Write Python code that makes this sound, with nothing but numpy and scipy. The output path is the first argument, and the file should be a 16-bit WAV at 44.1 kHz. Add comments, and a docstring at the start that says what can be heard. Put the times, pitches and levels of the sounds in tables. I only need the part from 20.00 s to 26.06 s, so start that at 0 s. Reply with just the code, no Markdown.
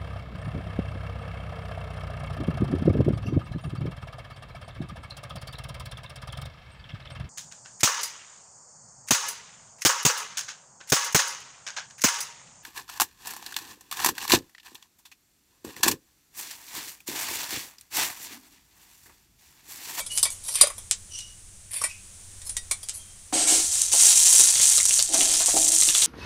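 """Oil and whole spices sizzle in a steel wok over a wood fire in a walled yard: dense clicks and pings.
At first the fire rumbles in filtered noise, dry spices rustle and clatter through struck modes,
seeds pop as tiny chirps, a small bird whistles in gliding sines and a steel spatula rings in sines.
Then the spatula scrapes in uneven clicks and noise through the wok's modes, its hollow sweeps down,
and the stirred oil breaks into a loud sizzle with spitting drops and pinging bubbles."""
import sys
import numpy as np
from scipy import signal
from scipy.io import wavfile
from scipy.ndimage import uniform_filter1d

SR = 44100
rng = np.random.default_rng(int(sys.argv[2]) if len(sys.argv) > 2 else 0)


def output_pcm(signal):
    """Save a mono or channel-first signal as 16-bit PCM at the path in sys.argv[1].

    Samples are clipped to [-1, 1] before scaling.
    """
    pcm = np.clip(np.atleast_2d(signal).T, -1, 1) * 32767
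    wavfile.write(sys.argv[1], SR, np.round(pcm).astype(np.int16))


N = 267246
TIME = np.arange(N) / SR

# strokes pushing oil onto hot steel: start_s, length_s, level_db, coarse_db (share of low crackle, relative)
STIR_STROKES = [(3.328, 0.095, -27.5, 10.5), (3.468, 0.1, -18, 1.5), (3.587, 0.081, -24, -7),
                (3.709, 0.12, -22, -3.5), (3.913, 0.2, -16.5, -1), (3.998, 0.1, -16, -2.5),
                (4.148, 0.073, -15.5, -4), (4.243, 0.2, -14, -3.5), (4.447, 0.15, -20, -3),
                (4.599, 0.13, -16, -4.5), (4.748, 0.08, -21, -10), (4.843, 0.15, -19.5, -6),
                (5.122, 0.29, -20.5, -1), (5.457, 0.05, -19, -4.5), (5.528, 0.16, -18.5, -6.5),
                (5.706, 0.19, -18.5, -6), (5.934, 0.13, -19, -1.5)]
# spectrum of stirred oil: frequency_hz, level_db
SIZZLE_COLOUR = [(150, -32), (400, -23), (850, -17), (1200, -20), (2300, -16), (3200, -10.5), (5000, -7.5),
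                 (6100, 1), (8900, 3), (10200, -2.5), (11300, -7), (12800, -16), (15500, -10.5)]
# spectrum of a sharp crack or tap: frequency_hz, level_db
CRACK_COLOUR = [(300, -19.5), (900, -18.5), (3000, -8.5), (5000, -5), (8500, 2.5), (10500, -4.5),
                (13000, -24), (15500, -20)]

SLIDE_FALL_DB_PER_S = 301  # how fast a slide dies when it stops
BITE_RISE_S = 0.011


def amp(db):
    """Decibels to gain."""
    return 10 ** (np.asarray(db) / 20)


def evened(x):
    """Scales to rms 1."""
    return x / np.sqrt(np.mean(x ** 2) + 1e-20)


def read(points, hz):
    """Reads a spectrum on a log-frequency axis."""
    f, value = np.transpose(points)
    return np.interp(np.log(hz + 1), np.log(f + 1), value)


def follow(rows):
    """The columns of a curve at every sample."""
    s, *columns = np.transpose(rows)
    return [np.interp(TIME, s, c) for c in columns]


def add(mix, s, sound):
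    """Mixes a sound in at time s."""
    part = mix[max(round(s * SR), 0):][:len(sound)]
    part += sound[:len(part)]


def colour(x, points):
    """Causal filter with the given spectrum; white noise keeps its power."""
    log_gain = np.log(amp(read(points, abs(np.fft.fftfreq(2 ** 12, 1 / SR)))))
    # the Hilbert transform gives the minimum phase
    taps = np.fft.ifft(np.exp(np.conj(signal.hilbert(log_gain)))).real
    return signal.oaconvolve(x, taps / np.linalg.norm(taps))[:len(x)]


def band(x, hz, kind, order=2):
    """High-pass or low-pass."""
    return signal.sosfilt(signal.butter(order, hz, kind, fs=SR, output="sos"), x)


def ring(x, modes):
    """Passes x through resonances (Hz, width, dB); white noise keeps its power."""
    t = TIME[:SR // 4]
    taps = sum(amp(db) * width * np.exp(-np.pi * width * t) * np.cos(2 * np.pi * hz * t)
               for hz, width, db in modes)
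    return signal.oaconvolve(x, taps / np.linalg.norm(taps))[:len(x)]


def struck(modes, contact_hz):
    """The modes (Hz, width, dB) as a contact of the given pitch wakes them, favouring near ones."""
    focus_db = 23.5  # loss one octave away
    return [(hz, width, db - focus_db * np.log2(hz / contact_hz) ** 2) for hz, width, db in modes]


def glide(x, hz, width):
    """One resonance that follows the curve hz: shifted down to zero, smoothed and shifted back."""
    turn = np.exp(2j * np.pi * np.cumsum(hz) / SR)
    r = np.exp(-np.pi * width / SR)
    smoothed = signal.lfilter([(1 - r) ** 2], np.poly([r, r]), x / turn + 1e-18)
    return 2 * (turn * smoothed).real


def held(s, length, rise_s, fall_db_per_s):
    """Envelope: rises at time s, holds until s + length, then dies away."""
    t = TIME - s
    return np.clip(t / rise_s, 0, 1) * amp(-abs(fall_db_per_s) * np.maximum(t - length, 0))


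def uneven(db, size):
    """A gain that wanders by db rms, smoothed over size samples."""
    return amp(db * evened(uniform_filter1d(rng.standard_normal(N), size=size)))


def clicks(per_s, spread_db, largest=2.6):
    """Random clicks of rms 1: many small, a few large."""
    size = amp(spread_db * np.minimum(rng.exponential(1, N), largest))
    sign = rng.choice([-1, 1], N)
    return evened(size * sign * (rng.random(N) < per_s / SR))


def fizz(per_s, spread_db, count=24):
    """Steam bubbles burst: bare ticks and short pings of random size, spread over many pitches."""
    pings = sum(ring(clicks(per_s / count, spread_db), [(hz, rng.uniform(330, 940), 0)])
                for hz in np.linspace(2500, 14000, count))
    return evened(evened(pings) + 2.0 * clicks(per_s, spread_db))


def cracks(rows):
    """One sharp crack for each row, treble first as the steel spreads it: a falling chirp."""
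    crack_s = .001
    out, t = np.zeros(N), np.arange(0, crack_s, 1 / SR)
    crack = signal.chirp(t, 16000, crack_s, 0, phi=90) * signal.windows.tukey(len(t), .2)
    for s, db in rows:
        add(out, s - crack_s / 2, amp(db) * crack / np.linalg.norm(crack))
    return out


def yard(x, longer=1):
    """Close reflections from wok, ground and walls: noise dying at its own rate in each band."""
    # decay of the reflections: frequency_hz, t60_s (scaled by longer)
    decay = [(300, 0.055), (1000, 0.14), (2800, 0.13), (7500, 0.12), (15000, 0.0042)]
    t = TIME[:SR // 2]
    hz, s, z = signal.stft(rng.standard_normal(len(t)), SR, nperseg=128)
    fading = z * amp(-60 * s / (longer * read(decay, hz)[:, None]))
    tail = signal.istft(fading, SR)[1][:len(t)] * (t > .001)
    return signal.oaconvolve(x, tail / np.linalg.norm(tail))[:N]


def bowl_echo(x):
    """The curved wall of the wok returns each burst a moment later."""
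    echo_s, echo_db = .002863, -14
    out = x.copy()
    add(out, echo_s, amp(echo_db) * x)
    return out / np.hypot(1, amp(echo_db))


def hearth():
    """The low rumble of the fire, deepening with each gust, and the faint hiss of resting oil."""
    # spectrum of the fire: frequency_hz, level_db
    rumble_colour = [(30, -0.5), (60, -9.5), (82, 0), (110, -7), (160, -21), (195, -11), (260, -32.5),
                     (500, -50)]
    # gusts of draught in the fire: middle_s, half_width_s, lift_db of the deepest rumble
    gusts = [(2.5, 0.19, 12), (5.5, 0.34, 7)]
    # oil left alone: time_s, level_db
    simmer_level = [(.3, -45.5), (1, -48.5), (1.55, -50.5), (2.35, -47), (3.2, -48.5)]
    # spectrum of resting oil: frequency_hz, level_db
    simmer_colour = [(150, -29), (300, -6.5), (1000, -10.5), (5000, -7.5), (6000, -2), (8500, 2.5),
                     (9600, 2.5), (11000, -11), (13000, -20), (15500, -19)]
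    rumble = colour(rng.standard_normal(N), rumble_colour) * amp(-52.5)
    deep = signal.sosfiltfilt(signal.butter(2, 62, fs=SR, output="sos"), rumble)
    draught_db = sum(db * np.exp(-((TIME - s) / width) ** 2) for s, width, db in gusts)
    bursts = evened(fizz(5000, 6.5) + 2.6 * rng.standard_normal(N))
    hiss = colour(bursts, simmer_colour) * amp(follow(simmer_level)[0])
    return rumble + deep * (amp(draught_db) - 1) + hiss


def clatter():
    """Dry things knock in quick chatters and slides rustle in grains, bright over a duller body."""
    # knocks beside the wok: start_s, level_db, body_db, body_pitch_hz (levels relative)
    knocks = [(0.0014, -20.5, -3.5, 3450), (0.063, -24.5, -16, 3430), (0.2288, -6.5, -44, 3700),
              (0.2534, -16.5, -3, 3070), (0.485, -21, -14.5, 1900), (0.5545, -16, -27, 3200),
              (0.5855, -22.5, -19, 3300), (0.6113, -0.5, -16.5, 2430), (0.6347, -23.5, 4, 710),
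              (0.67, -19, -7, 825), (0.701, -30, 0.5, 1140), (0.7807, -27.5, -8, 3600),
              (1.733, -25, -29, 2570), (1.8154, -19.5, -7, 1200), (1.8384, -15, -4.5, 1780),
              (2.7109, -14, -12.5, 2790), (2.8304, -26.5, -30, 3560)]
    # dry spices sliding over one another; the last row is a small spurt of sizzle:
    # start_s, length_s, level_db, body_db (levels relative)
    rustles = [(0.1, 0.02, -30, -9.5), (0.131, 0.04, -23, -15), (0.296, 0.011, -28.5, -21),
               (0.43, 0.056, -27, -22), (0.503, 0.039, -24.5, -34), (0.542, 0.08, -31, 6.5),
               (1.706, 0.058, -27.5, -5.5), (1.782, 0.062, -30, -3), (2.441, 0.03, -33, -23),
               (2.929, 0.021, -33, -14)]
    # spectrum of the bright part: frequency_hz, level_db
    bright_colour = [(1500, -35.5), (2600, 2), (5400, 3), (6600, 1), (8000, 5), (9300, 13.5), (11000, 4),
                     (12200, -0.5), (13200, -14), (15500, -21)]
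    # spectrum of the body: frequency_hz, level_db
    body_colour = [(150, -19), (380, -5.5), (600, 1.5), (1100, 5.5), (1600, -4), (3800, -3.5),
                   (6000, -11.5), (12000, -20.5)]
    # rim modes that hard knocks ring: frequency_hz, width_hz, level_db
    rim_modes = [(3760, 110, -7), (7680, 42, 4.5), (8320, 120, 1.5), (10450, 53, 4.5)]
    # low modes of the knocking things: frequency_hz, level_db
    body_modes = [(575, 2), (1170, -1), (1500, -5), (1950, 3), (2280, 7), (3420, -4), (3730, 2)]
    slide_swell_db = 14  # a slide gathers speed, then stops

    bright, body, hard = np.zeros((3, N))
    t = TIME[:SR // 6]
    for s, db, body_db, hz in knocks:
        chatter = rng.standard_normal(len(t)) * amp(db - 4.5 - 60 * t / 0.066)
        # each spot favours some of the low modes and has high ones of its own
        low_modes = struck([(mode_hz, 55, mode_db) for mode_hz, mode_db in body_modes], hz)
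        high_modes = [(mode_hz, 70, 0) for mode_hz in rng.uniform(3040, 15000, size=30)]
        add(bright, s, 0.27 * chatter + 0.54 * ring(chatter, high_modes))
        add(hard, s, chatter * amp(min(db + 10.0, 0)))
        thud = 0.18 * colour(chatter, body_colour) + 0.39 * ring(chatter, low_modes)
        add(body, s, thud * amp(body_db + 4))
    for s, length, db, body_db in rustles:
        speed_db = slide_swell_db * np.clip((TIME - s) / length - 1, -1, 0)
        catching = uneven(2, size=110)
        slide = held(s, length, 0.004, SLIDE_FALL_DB_PER_S) * amp(db + speed_db)
        grains = clicks(1400, 2.6) * catching * slide
        grain_modes = [(mode_hz, 130, 0) for mode_hz in rng.uniform(2880, 15600, size=30)]
        bright += 0.082 * grains + 0.5 * ring(grains, grain_modes)
        dull = band(band(grains, 3300, "high", order=3), 2350, "low", order=3)
        body += dull * amp(body_db + 15.5)
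    rim = colour(bright, bright_colour) + .5 * band(ring(hard, rim_modes), 1800, "high")
    dry = rim + band(body, 140, "high") + amp(-13) * colour(bright, body_colour)
    return dry + amp(-7.0) * yard(dry, longer=1.13)


def bird():
    """Thin drooping whistles from across the yard, all breathy or hoarse to some degree, with flutter."""
    # calls: start_s, length_s, pitch_hz, level_db, overtones_db (levels relative), hoarseness (its size, either
    # sign, sets noise, flutter and pitch wobble; positive values cap noise and flutter at 1)
    calls = [(0.097, 0.049, 2920, -44.5, -15, 0.5), (0.142, 0.078, 2980, -54, -14, -1.5),
             (1.092, 0.15, 2956, -56, 4, 2.2), (1.159, 0.095, 2904, -51.5, -7, 1),
             (1.875, 0.1, 2580, -58.5, -16, 4), (2.98, 0.083, 3194, -61, -4, 0.7),
             (3.08, 0.06, 3210, -70, -14, -1)]
    sag_hz_per_s, skew = 655, 0.72  # each call droops in pitch and peaks early
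    out = np.zeros(N)
    for s, length, hz, db, overtones_db, hoarse in calls:
        t = np.arange(0, length, 1 / SR)
        raspy = min(hoarse, 1)  # positive hoarseness beyond 1 grows only the pitch wobble; negative values grow all three
        waver = evened(uniform_filter1d(rng.standard_normal(SR), size=70))[:len(t)]
        pitch = (hz - sag_hz_per_s * (t - length / 2)) * (1 + .015 * hoarse * waver)
        phase = 2 * np.pi * np.cumsum(pitch) / SR
        rasp = band(band(rng.standard_normal(SR), 5400, "high"), 8000, "low", order=4)[:len(t)]
        overtones = amp(overtones_db) * (np.sin(2 * phase) + 0.49 * np.sin(3 * phase))
        wander = evened(uniform_filter1d(rng.standard_normal(SR), size=300))[:len(t)]
        swell = np.sin(np.pi * (t / length) ** skew) ** 2 * (1 + .4 * raspy * wander)
        voice = np.sin(phase) + overtones + raspy * amp(4.0) * rasp
        add(out, s, swell * amp(db + 12.5) * voice)
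    return out + amp(-5.5) * yard(out, longer=3.3)


def pops():
    """A bursting seed cracks and the yard answers; a spitting drop is thinner and drier."""
    # seeds bursting: time_s, level_db (relative)
    seed_bursts = [(0.176, 0.5), (0.1833, -4), (0.9118, 5), (1.1893, -13), (2.8875, -8), (2.8948, -7)]
    # drops of water spitting out of the stirred oil: time_s, level_db (relative)
    spits = [(3.8172, 2), (3.8187, 8), (4.3826, 6), (4.4379, 6), (4.5081, 5), (4.6427, 6), (4.6916, 6),
             (4.774, 8), (4.7802, 5), (4.8551, 7), (4.8937, 6.5), (4.9921, 1), (5.0259, 8.5), (5.2151, 6),
             (5.4603, 7), (5.787, 5), (5.8045, 5), (5.8344, 8)]
    seeds = colour(cracks(seed_bursts), CRACK_COLOUR)
    thin = band(band(colour(cracks(spits), SIZZLE_COLOUR), 4500, "high"), 10200, "low")
    drops = bowl_echo(thin)
    return seeds + drops + amp(-2.5) * yard(seeds + drops / 2 ** 2)


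def clinks():
    """The picked-up spatula rings after each tap; spot and hardness weigh its modes."""
    # taps: start_s, level_db, hardness_db_per_octave, spot (blade 0 to handle 1)
    taps = [(2.417, -48.5, -1, 0.32), (2.494, -39, 20.5, .3), (2.567, -31, 0.5, 0.027),
            (2.712, -30.5, 4.5, 1)]
    # modes of the spatula: frequency_hz, blade_db (tapped on the blade), handle_db (on the handle)
    modes = [(1925, -3, -14), (2165, -20, 0), (3456, -16, -2), (3720, -3, -7), (4136, -18, -1),
             (4861, -7, -16), (5730, -3, -9), (8650, -10, -3), (8925, -5, -1), (9666, -3, 1)]
    ring_t60_s = 0.14
    out, t = np.zeros(N), TIME[:SR // 4]
    for s, db, tilt_db, spot in taps:
        tone = np.zeros(len(t))
        for hz, blade_db, handle_db in modes:
            spot_db = blade_db + spot * (handle_db - blade_db)
            hardness_db = tilt_db * np.log2(hz / 6000)
            decay = amp(spot_db + hardness_db - 60 * t / ring_t60_s)
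            tone += decay * np.sin(2 * np.pi * (hz * t + rng.random()))
        tap = colour(rng.standard_normal(len(t)), CRACK_COLOUR) * amp(8.5 - 60 * t / 0.082)
        add(out, s, amp(db) * (tone + tap))
    return out


def scrapes():
    """The blade sticks and slips, shaking the bowl; on bare steel its edge wakes higher modes and hisses."""
    # drags over the steel: start_s, length_s, hardest_grip_s (after the start), level_db (relative)
    drags = [(3.329, 0.2, 0.03, -28), (5.084, 0.26, 0.098, -32.5), (5.533, 0.18, 0.02, -31.5)]
    # the spatula meets the wok: start_s, level_db (relative), contact_pitch_hz
    contacts = [(3.3255, -21.5, 505), (3.936, -21.5, 550), (4.396, -29, 404), (5.141, -21.5, 428),
                (5.18, -31, 700), (5.404, -29, 650), (5.482, -23.5, 530), (5.566, -19, 725),
                (5.878, -30, 400)]
    # the edge bites into the wok: start_s, length_s, level_db (relative)
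    bites = [(3.329, 0.12, -21.5), (3.465, 0.072, -21)]
    # low modes of the bowl: frequency_hz, width_hz, level_db
    bowl_modes = [(300, 22, -5), (322, 13, 4), (400, 60, -6), (545, 70, -7), (660, 28, 1.5), (721, 17, 3),
                  (775, 46, -1.5)]
    # higher modes of the bowl: frequency_hz, width_hz, level_db
    high_modes = [(1363, 35, 7), (1590, 28, -2), (2230, 34, 5), (2950, 25, 5)]
    # hissing modes of the blade: frequency_hz, width_hz, level_db
    blade_modes = [(8270, 490, 3), (10200, 150, -10)]
    grip_fall_db_per_s, drag_db, drag_fall_db_per_s = 233, -8.5, 110
    bite_ring_db, ring_fall_db_per_s, hiss_fall_db_per_s = -16, 160, 228

    drag, blows, t = np.zeros(N), np.zeros(N), TIME[:SR // 3]
    for s, length, grip_s, db in drags:
        # steady drag plus a peak at the hardest grip
        pressure = amp(drag_db) + amp(-grip_fall_db_per_s * abs(TIME - s - grip_s))
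        stroke = held(s, length, 0.0019, drag_fall_db_per_s) * pressure * amp(db)
        drag += clicks(2000, 3.7) * uneven(2, size=400) * stroke
    for s, db, hz in contacts:
        blow = rng.standard_normal(len(t)) * amp(db - 3.5 - 60 * t / 0.07)
        add(blows, s, ring(blow, struck(bowl_modes, hz)))
    bowl = ring(band(drag, 750, "low", order=5), bowl_modes) + blows

    ringing, hissing = (sum(amp(db) * held(s, length, BITE_RISE_S, fall) for s, length, db in bites)
                        for fall in (ring_fall_db_per_s, hiss_fall_db_per_s))
    slips = rng.standard_normal(N)
    edge_ring = ring(slips * uneven(2, size=900) * ringing * amp(bite_ring_db), high_modes)
    edge_hiss = band(ring(slips * hissing, blade_modes), 7600, "low")
    return band(bowl, 130, "high") + band(edge_ring + edge_hiss, 1850, "high")


def stirring():
    """Every stroke flares up and dies down; gives the sizzle level and its share of low crackle in dB."""
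    rise_s, fall_db_per_s = 0.012, 133
    after_sizzle_db = -29  # the wetted steel keeps sizzling between strokes
    power = np.full(N, amp(after_sizzle_db) ** 2)
    coarse_power = power * amp(-1.5) ** 2
    for s, length, db, coarse_db in STIR_STROKES:
        flare = held(s, length, rise_s, fall_db_per_s) * amp(db)
        power += flare ** 2
        coarse_power += (flare * amp(coarse_db)) ** 2
    return 10 * np.log10(power), 10 * np.log10(coarse_power / power)


def sizzle():
    """Stirred oil spits in tiny bursts; a larger share of coarse bubbles adds sparser, lower crackle."""
    # wet spices flashing to steam: start_s, level_db (relative)
    spatters = [(3.924, -13), (4.3957, 1), (4.855, -7)]
    # high modes of the bowl, rung by the sizzle: frequency_hz
    shimmer_modes = [4308, 4736, 5735, 7429]
    spatter_db, spatter_t60_s = -6.5, .025

    t = TIME[:SR // 30]
    level_db, coarse_db = stirring()
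    crackle = fizz(per_s=1700, spread_db=4.5) * uneven(1.4, size=130)
    # on freshly wetted hot steel the bursts crowd into a hiss, then thin out
    crowding = np.interp(TIME, [3.6, 3.75, 4.65], [.8, .4, .05])
    fine = np.sqrt(1 - crowding) * crackle + np.sqrt(crowding) * rng.standard_normal(N)
    sparse = band(fizz(per_s=320, spread_db=4.6), 1400, "high", order=1)
    coarse = evened(fine + 1.3 * (1 - crowding) * sparse)
    # the coarse crackle takes over below the split, the fine one stays above it
    split = signal.butter(3, 5000, fs=SR, output="sos")
    spray = fine + signal.sosfiltfilt(split, coarse * amp(coarse_db + 2.5) - fine)
    # fiercer boiling throws finer, brighter droplets
    treble = signal.butter(2, 10500, "high", fs=SR, output="sos")
    mist = signal.sosfiltfilt(treble, spray)
    spray = spray + mist * (amp(0.55 * (level_db + 2.5)) - 1)
    spray = spray * (TIME > STIR_STROKES[0][0]) * amp(level_db)
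    for s, db in spatters:
        steam = band(rng.standard_normal(len(t)), 15000, "low")
        add(spray, s, steam * amp(db + spatter_db - 60 * t / spatter_t60_s))
    dry = bowl_echo(colour(spray, SIZZLE_COLOUR))
    shimmer = ring(dry, [(hz, 50, 0) for hz in shimmer_modes])
    return .92 * dry + amp(-17) * yard(dry) + amp(-23) * shimmer


def grinding():
    """Grit rasps under the blade in short bursts, and the hollow beneath it sweeps downward."""
    # grit caught under the blade: start_s, level_db (relative)
    grinds = [(5.142, -29), (5.402, -27), (5.484, -28)]
    # the hollow drops in pitch as the blade slides up the wall:
    # start_s, length_s, first_hz, last_hz, level_db (relative)
    sweep = (3.5, 0.1, 800, 340, -24.5)
    pressure = sum(amp(db) * held(s, 0.011, BITE_RISE_S / 2, SLIDE_FALL_DB_PER_S) for s, db in grinds)
    grit = rng.standard_normal(N) * uneven(1.8, size=150) * pressure
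    rasp = band(band(grit, 2200, "low", order=5), 670, "high")
    s, length, first_hz, last_hz, db = sweep
    rub = rng.standard_normal(N) * held(s, length, BITE_RISE_S, SLIDE_FALL_DB_PER_S) * amp(db)
    hollow_hz = np.interp(TIME, [s, s + length], [first_hz, last_hz])
    return rasp + glide(rub, hollow_hz, 140)


def bubbles():
    """A large bubble under the blade collapses in a quick run of falling pings."""
    # collapses: start_s, level_db, pitch_hz (of the first ping)
    collapses = [(4.5553, -12, 3920), (4.600, -13, 3360), (4.78, -9.5, 4240), (4.802, -20.5, 2140),
                 (4.908, -16.5, 3330), (4.992, -9, 4330), (4.999, -12.5, 5100), (5.208, -10, 3380),
                 (5.343, -13.5, 4960), (5.823, -12, 4000), (5.888, -8.5, 3600), (5.9499, -11.5, 3450),
                 (6.0213, -9, 3870)]
    # every rebound is weaker and lower
    rebound_s, rebound_db, rebound_octaves, ping_t60_s = 0.0085, -6.5, -0.098, 0.012
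    out, t = np.zeros(N), TIME[:SR // 25]
    for s, db, hz in collapses:
        for k, jitter in enumerate(rng.uniform(0.81, 1.0, size=3)):
            pitch = hz * 2 ** (rebound_octaves * k)
            spit = ring(rng.standard_normal(len(t)), [(pitch, 1500, 0)])
            ping = (np.sin(2 * np.pi * pitch * t) + spit) / np.sqrt(2)
            onset = 1 - np.exp(-t / 0.00029)
            decay = amp(db + rebound_db * k - 60 * t / ping_t60_s)
            add(out, s + k * rebound_s * jitter, ping * onset * decay)
    return out + amp(-6.5) * yard(out)


def scene():
    """Everything at one microphone above the wok."""
    from_the_start = hearth() + clatter() + bird() + pops() + clinks()
    stirred = scrapes() + sizzle() + grinding() + bubbles()
    return (from_the_start + stirred)[None]


def record(dry):
    """The loudest peaks clip; then a steep low-pass sets the band limit."""
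    edge_hz = 15600
    low_pass = signal.firwin(511, edge_hz, window=("kaiser", 9), fs=SR)
    return signal.oaconvolve(np.clip(dry, -.84, .84), low_pass[None], "same")


dry = scene()
out = record(dry)
output_pcm(out)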